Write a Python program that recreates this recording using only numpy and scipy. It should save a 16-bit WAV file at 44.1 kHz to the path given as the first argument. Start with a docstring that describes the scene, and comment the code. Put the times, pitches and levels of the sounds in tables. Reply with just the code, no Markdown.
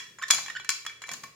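"""An aluminium canteen is handled close to the microphone in a living room while its screw cap is twisted off.
It opens on a clink already ringing; the thread squeaks, then a cluster of hard clanks lands at 0.3 s.
Two more squeaks follow near half a second, with scattered clinks and then a light rattle after one second.
Clinks are noise cracks plus shell modes, pings are beating sines, squeaks are wavering harmonics with rasp.
The hollow body booms faintly after the clank and as the cap comes free; room tail, air and hum lie beneath."""
import sys
import numpy as np
from scipy import signal
from scipy.fft import rfft, irfft, next_fast_len
from scipy.io import wavfile
from scipy.ndimage import uniform_filter1d

SR = 44100
rng = np.random.default_rng(int(sys.argv[2]) if len(sys.argv) > 2 else 0)


def put_to_file(sound):
    """Save the sound as 16-bit audio at rate SR, in the file named by the first command-line argument."""
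    columns = np.atleast_2d(sound).T  # one column per channel
    safe = np.clip(columns, -1, 1)
    whole_steps = np.round(safe * 32767)
    wavfile.write(sys.argv[1], SR, whole_steps.astype(np.int16))


N = 59535
LEAD_S = 0.1  # run-in before t = 0, cut off at the end of scene()
SIZE = N + int(LEAD_S * SR)
TIME = np.arange(SIZE) / SR
PORT_APART_HZ = 3640  # contact sounds grow unlike at the two microphone ports towards and above this pitch
ROOM_APART_HZ = 550  # the same for room tail and air


def undb(db):
    """Decibels to gain."""
    return 10 ** (np.asarray(db) / 20)


def lookup(points, hz):
    """Read (f/Hz, value) points on a log-frequency axis."""
    f, value = np.array(points, float).T
    return np.interp(np.log(hz + 1), np.log(f), value)


def colour(x, points):
    """Minimum-phase filter through (f/Hz, level/dB) points, so nothing sounds before its onset."""
    n = next_fast_len(x.shape[-1] + SR // 10, True)
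    gain = undb(lookup(points, np.fft.rfftfreq(n, 1 / SR)))
    cepstrum = irfft(np.log(gain), n)
    # fold the cepstrum onto positive time
    cepstrum[1:n // 2] *= 2
    cepstrum[n // 2 + 1:] = 0
    response = np.exp(rfft(cepstrum))
    return irfft(rfft(x, n) * response, n)[..., :x.shape[-1]]


def unit(x):
    """Scale to rms 1."""
    return x / np.sqrt(np.mean(x ** 2))


def fade(t, t60):
    """Fall by 60 dB in t60 seconds."""
    return np.exp(-np.log(1000) * t / np.maximum(t60, 1e-3))


def stereo_noise(apart_hz):
    """White noise, alike in both channels well below apart_hz and drifting to unrelated above."""
    mid, side = rfft(rng.standard_normal((2, SIZE)))
    alike = 1 / (1 + (np.fft.rfftfreq(SIZE, 1 / SR) / apart_hz) ** 2)
    left_right = np.array([[1], [-1]])
    spectrum = mid * np.sqrt(1 + alike) + left_right * side * np.sqrt(1 - alike)
    return unit(irfft(spectrum, SIZE))


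# spectrum of the still air in the room: f/Hz, relative level/dB
AIR_COLOUR = [(20, -12), (70, -3.5), (125, 3.5), (240, -6.5), (420, 2.5), (800, -17), (2000, -5.5),
              (7000, -13), (16000, -27)]


def background(air_db=-63.5, hum_hz=119, hum_db=-73.5):
    """Still air as coloured noise, and a low electrical hum as one steady sine; both levels are rms."""
    air = undb(air_db) * unit(colour(stereo_noise(ROOM_APART_HZ), AIR_COLOUR))
    hum = undb(hum_db) * np.sqrt(2) * np.sin(2 * np.pi * hum_hz * TIME)
    return air + hum


# decay of the room by band: f/Hz, t60/s
ROOM_DECAY = [(150, 0), (800, 0.54), (2000, 0.46), (5500, 0.42), (10000, 0.38), (15000, 0.54)]
# strength of the reflections: f/Hz, level/dB
ROOM_STRENGTH = [(100, 4), (220, -18), (450, 4), (900, -5.5), (1700, -8), (2600, -3), (5200, -3),
                 (8000, -8.5), (15000, -9.5)]


def room(x, build_s=0.0062):
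    """Diffuse reflections: noise bands that swell quickly, each dying at its own rate."""
    noise, hz = rfft(stereo_noise(ROOM_APART_HZ)), np.fft.rfftfreq(SIZE, 1 / SR)
    tail = 0
    for k, (_, t60) in enumerate(ROOM_DECAY):
        # crossfade weight: 1 at this band's centre, 0 at its neighbours
        band = lookup([(f, j == k) for j, (f, _) in enumerate(ROOM_DECAY)], hz)
        shape = fade(TIME, t60) * (1 - np.exp(-(TIME / build_s) ** 2))
        tail = tail + irfft(noise * band, SIZE) * shape / np.linalg.norm(shape)
    return signal.fftconvolve(x, colour(tail, ROOM_STRENGTH), axes=1)[:, :SIZE]


# swell of the boom, after the hard clank and as the cap comes free: t/s, level/dB
BOOM_SWELL = [(.3, -69), (0.321, -54.5), (.48, -65.5), (.6, -67.5), (1.01, -100), (1.101, -68),
              (1.119, -49), (1.2, -63.5), (1.243, -54.5), (1.35, -76)]
# resonance of the hollow body: f/Hz, relative level/dB
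HOLLOW_COLOUR = [(75, -40), (110, -13), (150, -1.5), (230, -5), (320, -12), (800, -26)]


def boom():
    """Handling stirs the air in the hollow body: low, coloured noise that swells and sinks."""
    at, db = np.array(BOOM_SWELL).T
    air = unit(colour(rng.standard_normal(SIZE), HOLLOW_COLOUR))
    return air * undb(np.interp(TIME - LEAD_S, at, db))


# one list per squeak of the thread: t/s, f/Hz, level/dB before harmonics and shell colour
THREAD_SQUEAKS = [
    [(.215, 1623, -37), (.220, 1441, -33.5), (.226, 1161, -27.5), (.2295, 1763, -25.5), (.233, 1750, -36.5),
     (.238, 1818, -19.5), (.243, 1770, -30.5)],
    [(.498, 1859, -32.5), (.503, 1847, -29), (.508, 1850, -38)],
    [(.552, 1557, -22), (.555, 1496, -38), (.565, 1449, -24.5), (.568, 1673, -30), (.5705, 1820, -27),
     (.575, 1770, -31)],
]
# strength of each harmonic from the fundamental up: level/dB
HARMONIC_LEVELS = [-5, -15, -17.5, -23.5]
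# how the shell passes the squeak: f/Hz, level/dB
SHELL_PASS = [(700, -15), (1100, -6), (1850, 2), (2500, -3), (3150, 2), (4000, -6), (4700, -6), (5400, -4),
              (6100, -16), (7100, 3), (8000, -27), (15000, -39)]


def squeaks(jitter=0.0257, shimmer=0.2, rasp_db=-14):
    """The thread sticks and slips: harmonics with uneven pitch and level, and noise pulsing at each slip."""
    out, t = 0, TIME - LEAD_S
    for squeak in THREAD_SQUEAKS:
        at, hz, db = np.array(squeak).T
        waver, flutter = unit(uniform_filter1d(rng.standard_normal((2, SIZE)), size=40))
        pitch = np.interp(t, at, hz) * (1 + jitter * waver)
        phase = 2 * np.pi * np.cumsum(pitch) / SR
        sounding = (t > at[0]) * (t < at[-1])
        # a 60-sample average softens the edges
        level = uniform_filter1d(undb(np.interp(t, at, db)) * sounding, size=60)
        harmonics = [undb(h) * np.sin((k + 1) * phase) for k, h in enumerate(HARMONIC_LEVELS)]
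        tone = np.sqrt(2) * sum(harmonics)
        rasp = undb(rasp_db) * (1 + np.cos(phase)) * rng.standard_normal(SIZE)
        out = out + level * (1 + shimmer * flutter) * (tone + rasp)
    return colour(out, SHELL_PASS)


# clear notes of the struck cap: t/s, level/dB of the first sine's peak, t60/s, beat/Hz of the mode pair
CAP_PINGS = [(-.035, -33, 0.28, 7.2), (.307, -22.5, 0.19, 5.9), (0.6, -45, 0.093, 4.3),
             (0.8663, -39, 0.3, 7.9), (1.09, -44, 0.12, 5.2)]


def pings(ping_hz=3348, partner_db=-1):
    """The cap's clear note, a beating pair of modes, damped more or less by the fingers."""
    out = 0
    for start, db, t60, beat_hz in CAP_PINGS:
        t = np.maximum(TIME - LEAD_S - start, 0)
        note = np.sin(2 * np.pi * ping_hz * t)
        partner = undb(partner_db) * np.sin(2 * np.pi * (ping_hz + beat_hz) * t)
        out = out + undb(db) * fade(t, t60) * (note + partner)
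    return out


def ring(modes, t, tilt_db, pivot_hz=3190, scatter_db=5.5, grip_detune=0.0016):
    """Decaying shell modes; place of contact and grip shift each one's level and pitch a little."""
    out = 0
    for hz, db, t60 in modes:
        # high modes reach the two ports out of step
        port_phase = min(hz / PORT_APART_HZ / 2, np.pi / 4)
        phase = 2 * np.pi * rng.random() + np.array([[1], [-1]]) * rng.choice([-1, 1]) * port_phase
        scatter, detune = 2 * rng.random(2) - 1
        size = undb(db + tilt_db * np.log2(hz / pivot_hz) + scatter_db * scatter)
        mode_hz = hz * (1 + grip_detune * detune)
        out = out + size * fade(t, t60) * np.sin(2 * np.pi * mode_hz * t + phase)
    return out


# cap on shell: t/s, rise/s, level/dB of the crack before colouring, dull knock level/dB, treble level/dB,
# shell ring level/dB against the crack, ring tilt/dB per octave
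CAP_CLINKS = [(-.035, 0.0034, -17, -2, 1.5, -9, 5), (.002, 0.00077, -37, -14, -11, 2, -6),
              (.185, 0.0019, -36, 11, -9, 0.5, 16), (0.193, 0.0031, -37, 6.5, -44, -7.5, -8),
              (0.2233, 0.0021, -34, 7.5, 6, -5.5, -13.5), (0.281, 0.0079, -29.5, 7, 10, -3.5, -6),
              (.302, 0.0015, -21, 8, -2, -9, 25), (0.3046, 0.0014, -14, -3.5, 3.5, 2, 2.5),
              (0.308, 0.0007, -18, -3.5, 14.5, -15, 19), (0.3141, 0.00046, -23, 0.5, -17.5, 3.5, -5.5),
              (0.334, 0.00075, -29, 17, 2, -17, -10), (.346, 0.0017, -26.5, -3, 10, -13, -11),
              (.381, 0.0086, -17, 17, -2, -16, 8), (.388, 0.0011, -50, 20, -8, -23, 4),
              (0.461, 0.00051, -33, -4.5, -3, 5.5, 2.5), (0.480, 0.0056, -24.5, 6, -5.5, -5, 0),
              (.500, 0.0017, -28, 3, -5, -4, 6), (0.597, 0.0011, -35, 16, -8.5, 3, 10),
              (0.646, 0.00052, -35, -22, 0, 4, -3), (0.6909, 0.00035, -16, -4.5, 4.5, -4, -3.5),
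              (0.702, 0.00019, -38, 11, 20.5, -1, -10.5), (0.85, 0.00097, -32.5, 4.5, -7, -12, -12),
              (0.8641, 0.00039, -25.5, 1.5, 0, -5, -3), (.896, 0.00058, -34.5, -29, -9, 0, -7),
              (1.018, 0.0026, -27.5, 7, -5, -4.5, 13), (1.0375, 0.0014, -30, -9, -10.5, -0.5, 1),
              (1.064, 0.0018, -50.5, 22, 5, -2, 15), (1.072, 0.0011, -53, -2, 16.5, -20, -4),
              (1.081, 0.0043, -36, 9, 0, -11, -14), (1.091, 0.00023, -29.5, 15.5, -2.5, -0.5, 5.5),
              (1.1146, 0.00048, -30.5, 7, 4.5, -17, 15), (1.12, 0.0011, -42, -2, 8.5, -4, -16),
              (1.134, 0.0032, -36, -4, 14.5, -16, -12), (1.139, 0.0013, -33.5, 9, 1, -10.5, -6.5),
              (1.234, 0.0015, -41.5, -4, 6.5, 1, -4), (1.237, 0.00092, -32.5, 6.5, -1, -4, -5),
              (1.2408, 0.0011, -44, 15, -7, -6.5, -12.5)]
# ringing modes of the shell: f/Hz, level/dB before tilt and scatter, t60/s
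SHELL_RING = [(1069.6, -28, 0.13), (1086.7, -20, 0.1), (1288, -35.5, 0.25), (1780, -20, 0.1),
              (1799, -18.5, 0.13), (2340, -14, 0.089), (2312, -10, 0.084), (2320, -41.5, 0.62),
              (2565, -31.5, 0.3), (2650, -47, 0.069), (3345, -13, 0.072), (4055, -15.5, 0.091),
              (4440, -42, 0.29), (4950, -46.5, 0.33), (5120, -27, 0.14), (5380, -28, 0.099),
              (5440, -26.5, 0.13), (5910, -28, 0.23), (6580, -40, .22), (6750, -48, 0.16),
              (6945, -26.5, 0.069), (7070, -26.5, 0.074), (7190, -35.5, 0.14), (10800, -45, 0.14)]
# spectrum of the dense, quickly damped shell modes: f/Hz, relative level/dB
CRACK_COLOUR = [(30, -51), (100, -34), (300, -18.5), (600, -19.5), (800, -15), (1100, 1), (1450, 1.5),
                (1820, 7), (2350, -3), (2750, -1), (3300, -3.5), (3750, -10.5), (4200, -4.5), (5600, -3),
                (7150, -0.5), (7650, -18.5), (8200, -9), (9100, -16.5), (10400, -13), (11500, -17.5),
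                (16000, -22.5)]


def clinks(crack_t60_s=0.027, deep_hz=170, knock_hz=720, body_hz=1400, bright_from_hz=2300, treble_hz=4500):
    """Each contact gives a crack of dense modes and the ring of the shell, coloured by how hard it lands."""
    out, t = np.zeros((2, SIZE + SR)), TIME[:SR // 2]
    for start, rise, db, knock_db, treble_db, ring_db, tilt_db in CAP_CLINKS:
        noise = stereo_noise(PORT_APART_HZ)[:, :len(t)]
        crack = unit(colour(noise, CRACK_COLOUR)) * fade(t, crack_t60_s)
        hit = crack + undb(ring_db) * ring(SHELL_RING, t, tilt_db)
        onset = np.minimum(t / max(rise, 1e-4), 1)
        hardness = [(deep_hz, 0), (knock_hz, knock_db), (body_hz, 0), (bright_from_hz, 0), (treble_hz, treble_db)]
        i = int((start + LEAD_S) * SR)
        out[:, i:i + len(t)] += undb(db) * colour(hit * onset, hardness)
    return out[:, :SIZE]


# low cut on the shell sounds, only the rumble well below 100 Hz is weakened: f/Hz, level/dB
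SHELL_LOW_CUT = [(30, -17), (100, -1), (250, 0), (500, -0.5)]


def scene(ping_room_db=-7):
    """The canteen and its cap close by, their reflections and the quiet room."""
    shell = colour(clinks() + squeaks(), SHELL_LOW_CUT)
    canteen, cap = shell + boom(), pings()
    reflections = room(canteen + undb(ping_room_db) * cap)
    return (canteen + cap + reflections + background())[:, -N:]


# left minus right at the microphone: f/Hz, level/dB
PORT_DIFFERENCE = [(200, 2), (1200, -1), (3300, -3), (5600, -1.5), (6500, 6), (7200, 17), (8300, 11),
                   (10000, 6), (15000, 1.5)]


def record(dry, top_hz=16000):
    """The two ports differ in colour; peaks beyond full scale clip, then a steep low-pass cuts the top."""
    ports = []
    for x, sign in zip(dry, (1, -1)):
        # each port takes half the difference
        ports.append(colour(x, [(hz, sign * db / 2) for hz, db in PORT_DIFFERENCE]))
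    low_pass = signal.ellip(10, 0.2, 70, top_hz, fs=SR, output="sos")
    return signal.sosfilt(low_pass, np.clip(np.array(ports), -1, 1))


dry = scene()
out = record(dry)
put_to_file(out)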